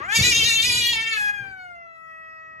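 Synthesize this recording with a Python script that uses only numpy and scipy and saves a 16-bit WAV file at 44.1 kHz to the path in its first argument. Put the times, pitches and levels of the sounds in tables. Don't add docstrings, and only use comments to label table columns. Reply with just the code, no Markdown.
import sys
import numpy as np
from scipy import signal
from scipy.fft import rfft, irfft
from scipy.io import wavfile
from scipy.ndimage import uniform_filter1d, map_coordinates

SR = 44100
rng = np.random.default_rng(int(sys.argv[2]) if len(sys.argv) > 2 else 0)


def how_loud(loudness_db):
    steps = np.asarray(loudness_db, float) / 20
    return 10 ** steps


def put_to_file(sound):
    columns = np.atleast_2d(sound).T
    safe = np.clip(columns, -1, 1)
    whole_steps = np.round(safe * 32767)
    wavfile.write(sys.argv[1], SR, whole_steps.astype(np.int16))


N = 114660

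# time_s, pitch_hz
PUSHED_PITCH = [(0.0, 528), (0.086, 783), (0.164, 944), (0.202, 873.6), (0.244, 995.3), (0.3, 964.8),
                (0.324, 922), (0.438, 893.7), (0.464, 930), (0.526, 902.3), (0.61, 905.6), (0.682, 993.5),
                (0.736, 972.6), (0.912, 948.8), (0.96, 902), (1.098, 905.4), (1.202, 837.6), (1.37, 815.5)]
# time_s, level_db
VOICE_EFFORT = [(0.0, -32), (0.08, -29.5), (0.09, -24.5), (0.16, -16.5), (0.22, -18.5), (0.25, -15.5),
                (0.32, -17), (0.58, -18), (0.83, -20.5), (0.86, -18.5), (1.04, -25), (1.3, -21),
                (1.32, -27), (1.54, -38), (1.95, -44), (2.11, -40.5), (2.58, -42), (2.6, -41)]
# time_s, mouth_opening_db, double_beat (0-1), jaw_resonance_hz, tongue_resonance_hz
THROAT_SHAPE = [(0, -6, 0.86, 950, 1730), (.09, -10.5, 0.15, 1560, 2360), (.16, -2.5, 1, 2240, 4620),
                (.3, 18, 0.94, 2410, 5000), (.38, 27.5, 0.93, 2570, 4760), (.6, 3, 0.9, 2550, 3740),
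                (.68, 24, 0.93, 2280, 4740), (.87, 1, 1, 2326, 3930), (.98, -2.5, 1, 2186, 2750),
                (1.13, -2.5, 0.91, 2150, 3560), (1.2, -4.5, 0.03, 1740, 2960),
                (1.33, -12, 0.11, 1650, 2580), (1.45, -8.5, 0.04, 1603, 2360), (1.9, -20, 0, 1186, 2106),
                (2.6, -39, 0.09, 1274, 1960)]
# time_s, level_db
BREATH_LEVEL = [(0, -34), (.1, -24), (.16, -9), (.3, -12), (.37, -20), (.45, -27), (.6, -27), (.66, -14),
                (.75, -22), (.85, -28), (.95, -17), (1, -26), (1.13, -26), (1.2, -14), (1.4, -15),
                (1.5, -32)]
# frequency_hz, level_db
BREATH_COLOUR = [(1500, -8), (4000, -2), (7000, 5), (10000, 10)]
# time_s, lowest_tone_lift_db, treble_slope_db_per_octave
HEAD_TURN = [(0, 7.5, -9), (.09, 0, 1), (.15, 1, -0.5), (.9, 11, 2.5), (1.0, 0, -2.5), (1.15, -10.5, -7.5),
             (1.3, -1, -0.5), (1.5, -0.5, -3.5), (1.65, 7, 1), (1.85, 10, -0.5), (2.0, -2.5, 3.5),
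             (2.6, -1, 1.5)]
# time_s, level_db (against the voice)
NOSE_TONE = [
    (1.1, -30),
    (1.35, -19),
    (1.7, -2.5),
    (2.0, -10.5),
    (2.6, -10),
]
# frequency_hz, gain_db
OPEN_TRACT = [(450, -48), (1500, -17), (2000, -10), (3300, -7), (7000, -8.5), (7900, -12), (9000, -17),
              (13500, -17)]
SHUT_TRACT = [(300, -20), (720, -2.5), (1300, 6), (2000, 5.5), (2700, -6.5), (3400, -34.5), (5500, -20),
              (8300, -42)]
# frequency_hz, gain_db
PORT_DIFFERENCE = [(200, -17), (500, -6.5), (5000, -2), (6200, -14), (8500, -10.5), (9800, 7), (11300, -6),
                   (12500, -18)]
# start_s, peak_db, pitch_hz
FLOOR_KNOCKS = [
    (0.002, -29, 366),
    (0.187, -13, 143.6),
    (0.208, -6.5, 108),
    (.247, -17.5, 94),
    (0.384, -26.5, 98.8),
    (.64, -29, 100.1),
    (1.406, -32, 114.8),
]
# time_s, level_db
BLAST_LEVEL = [(0, -46.5), (0.1, -48), (0.14, -54), (0.2, -26), (0.34, -38), (0.38, -33.5), (0.59, -43),
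               (0.64, -35.5), (1.15, -51.5), (1.19, -49), (1.38, -56), (1.42, -47), (1.45, -50),
               (2.06, -79), (2.6, -61.5)]
# frequency_hz, level_db (per Hz)
BLAST_COLOUR = [(15, -69), (25, 2), (102, -4), (401, -16.5), (472, -11.5), (591, -35), (786, -43),
                (900, -41.5), (1170, -31), (1980, -120)]
# frequency_hz, level_db
SCUFFLE_COLOUR = [(100, -25), (300, -7.5), (500, -7), (1200, -11), (2500, -11), (8000, -44.5)]
# frequency_hz, level_db
HUSH_COLOUR = [(25, -16), (60, 0), (160, -3), (260, -12), (1000, -15), (1700, -24), (3000, -33),
               (14000, -48)]

SAG_HZ_PER_S, REST_HZ, REST_SAG_HZ_PER_S, REST_BEND_HZ = 335, 654.2, 13, 27.8
JITTER_SHARE, JITTER_RATE_HZ = 0.005, 70
WAVER_SHARE, WAVER_RATE_HZ, CALM_SHARE = 0.008, 16, 0.15
SHIMMER_DB, SHIMMER_RATE_HZ = 0.5, 45
FLICKER_DB, FLICKER_RATE_HZ = 3, 59
DOUBLE_DIP_HZ, DOUBLE_DIP_WIDTH_HZ, DOUBLE_DIP_DB = 1344, 180, -2
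JAW_DB, JAW_WIDTH_HZ = 11, 400
TONGUE_DB, TONGUE_WIDTH_HZ = 8, 970
TOP_FROM_HZ, PATCHY_DB = 2060, 4
SWAY_RAD, SWAY_RATE_HZ = 0.98, 5.8
LEFT_LAG_S, PAN_OPEN_DB, PAN_SHUT_DB = 0.0003065, 1.2, 5
NEAR_T60_S, NEAR_DB, ROOM_GAP_S = 0.025, -5, 0.001
ROOM_T60_S, ROOM_DB, ROOM_CUT_HZ = 0.18, -8, 4940
WHINE_ROOM_DB = -9
OPPOSITE = np.array([[0.5], [-0.5]])
THUMP_RISE_S, THUMP_T60_S = 0.0048, 0.031
LUMP_DB, LUMP_RATE_HZ, SCUFFLE_DB = 2.5, 5, -7.5
ROOM_TONE_DB = -63.5
PORT_CUT_HZ, TOP_CUT_HZ = 73, 14400


def yowl():
    hz, share = pitch(), opening()
    source = folds(hz)
    wide = colour(source, OPEN_TRACT) * share
    shut = colour(source, SHUT_TRACT) * (1 - share)
    effort = how_loud(in_time(VOICE_EFFORT)[0])
    power = uniform_filter1d(np.mean((wide + shut) ** 2, axis=0), size=2000)
    even = effort / np.sqrt(power + 1e-9)
    wet = room(wide * even * how_loud(PAN_OPEN_DB * OPPOSITE), shut * even * how_loud(PAN_SHUT_DB * OPPOSITE))
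    heard = np.sqrt(uniform_filter1d(np.mean(wet ** 2, axis=0), size=3000) + 1e-12)
    whine = np.sin(2 * np.pi * np.cumsum(hz) / SR)
    nose = how_loud(in_time(NOSE_TONE)[0]) * whine * 2 * OPPOSITE
    return effort * (wet / heard + nose)


def folds(hz):
    _, double, jaw_hz, tongue_hz = in_time(THROAT_SHAPE)
    nose_db, top_db = in_time(HEAD_TURN)
    turn = np.pi * np.cumsum(hz) / SR
    strained = strain()
    pulses = 0
    for k in range(1, 56):
        tone = k * hz / 2
        sway = drift(SWAY_RATE_HZ)
        lift_db = JAW_DB / (1 + ((tone - jaw_hz) / JAW_WIDTH_HZ) ** 2)
        lift_db += TONGUE_DB / (1 + ((tone - tongue_hz) / TONGUE_WIDTH_HZ) ** 2)
        lift_db += FLICKER_DB * strained * drift(FLICKER_RATE_HZ)
        lift_db += PATCHY_DB * sway * (tone > 3000)
        lift_db += nose_db * (k == 2)
        lift_db += top_db * np.log2(np.maximum(tone / TOP_FROM_HZ, 1))
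        dip_db = DOUBLE_DIP_DB / (1 + ((tone - DOUBLE_DIP_HZ) / DOUBLE_DIP_WIDTH_HZ) ** 2)
        half = np.clip(double, 0, 1) * how_loud(dip_db)
        beat = half if k % 2 else 1
        slip = SWAY_RAD * strained * sway * OPPOSITE
        pulses = pulses + np.cos(k * turn + slip) * how_loud(lift_db) * beat * (tone < 15000)
    air = rng.standard_normal((2, N)) * 0.6 + rng.standard_normal(N) * 0.8
    puffs = colour(air, BREATH_COLOUR) * (1 + np.cos(turn)) * 5
    shimmer = how_loud(strained * SHIMMER_DB * drift(SHIMMER_RATE_HZ))
    return (pulses + how_loud(in_time(BREATH_LEVEL)[0]) * puffs) * shimmer


def pitch():
    t = np.arange(N) / SR
    end_s, end_hz = PUSHED_PITCH[-1]
    fall = end_hz - SAG_HZ_PER_S * (t - end_s)
    rest = REST_HZ - REST_SAG_HZ_PER_S * (t - end_s)
    sag = REST_BEND_HZ * np.logaddexp(fall / REST_BEND_HZ, rest / REST_BEND_HZ)
    hz = uniform_filter1d(np.where(t < end_s, in_time(PUSHED_PITCH)[0], sag), size=400)
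    wobble = JITTER_SHARE * drift(JITTER_RATE_HZ) + WAVER_SHARE * drift(WAVER_RATE_HZ)
    return hz * (1 + strain() * wobble)


def opening():
    return np.clip(how_loud(in_time(THROAT_SHAPE)[0]), 0, 1)


def strain():
    return CALM_SHARE + (1 - CALM_SHARE) * opening()


def room(wide, shut):
    t = np.arange(SR // 2) / SR
    decay = how_loud(-60 * t / np.array([[[NEAR_T60_S]], [[ROOM_T60_S]]]))
    parts = rng.standard_normal((2, 2, len(t))) * decay * (t > ROOM_GAP_S)
    parts = signal.sosfilt(signal.butter(2, ROOM_CUT_HZ, fs=SR, output="sos"), parts)
    parts /= np.sqrt(np.sum(parts ** 2, axis=2, keepdims=True))
    tail = how_loud(NEAR_DB) * parts[0] + how_loud(ROOM_DB) * parts[1]
    x = wide + shut
    late = map_coordinates(x[0], [np.arange(N) - LEFT_LAG_S * SR], order=3)
    reflected = signal.fftconvolve(wide + how_loud(WHINE_ROOM_DB) * shut, tail, axes=1)[:, :N]
    out = np.array([late, x[1]]) + reflected
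    return out.mean(axis=0) + colour(out[0] - out[1], PORT_DIFFERENCE) * OPPOSITE


def thumps():
    out = np.zeros(N)
    for start_s, peak_db, hz in FLOOR_KNOCKS:
        t = np.maximum(np.arange(N) / SR - start_s, 0)
        rise = 1 - np.exp(-t / THUMP_RISE_S)
        out += how_loud(peak_db - 60 * t / THUMP_T60_S) * rise * np.sin(2 * np.pi * hz * t) * 2
    return out


def blast():
    white = rng.standard_normal((3, N))
    air = rms_one(colour(white[0], BLAST_COLOUR))
    scuffle = how_loud(SCUFFLE_DB) * rms_one(colour(white[1:], SCUFFLE_COLOUR))
    return how_loud(in_time(BLAST_LEVEL)[0] + LUMP_DB * drift(LUMP_RATE_HZ)) * (air + scuffle)


def room_tone():
    white = rng.standard_normal((3, N))
    return how_loud(ROOM_TONE_DB) * rms_one(colour(white[:2] * 1.4 + white[2], HUSH_COLOUR))


def rms_one(x):
    return x / np.sqrt(np.mean(x ** 2) + 1e-20)


def in_time(rows):
    s, *columns = np.transpose(rows)
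    return [np.interp(np.arange(N) / SR, s, c) for c in columns]


def drift(rate_hz):
    r = np.exp(-2 * np.pi * rate_hz / SR)
    white = rng.standard_normal(N + SR)
    return rms_one(signal.lfilter([1], [1, -2 * r, r * r], white)[SR:])


def colour(x, points):
    size = 4096
    hz, db = np.transpose(points)
    grid = np.maximum(np.arange(size // 2 + 1) * SR / size, 1)
    cepstrum = irfft(np.log(how_loud(np.interp(np.log(grid), np.log(hz), db))))
    cepstrum[1:size // 2] *= 2
    cepstrum[size // 2 + 1:] = 0
    response = irfft(np.exp(rfft(cepstrum)))
    return signal.fftconvolve(np.atleast_2d(x), response[None], axes=1)[:, :N]


def scene():
    return yowl() + thumps() + blast() + room_tone()


def low_pass(x):
    return signal.sosfilt(signal.butter(12, 14430, fs=SR, output="sos"), x)


def record(dry):
    x = signal.sosfilt(signal.butter(2, PORT_CUT_HZ, "high", fs=SR, output="sos"), dry)
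    x = signal.sosfilt(signal.cheby2(12, 70, TOP_CUT_HZ, fs=SR, output="sos"), x)
    return low_pass(x)


dry = scene()
out = record(dry)
put_to_file(out)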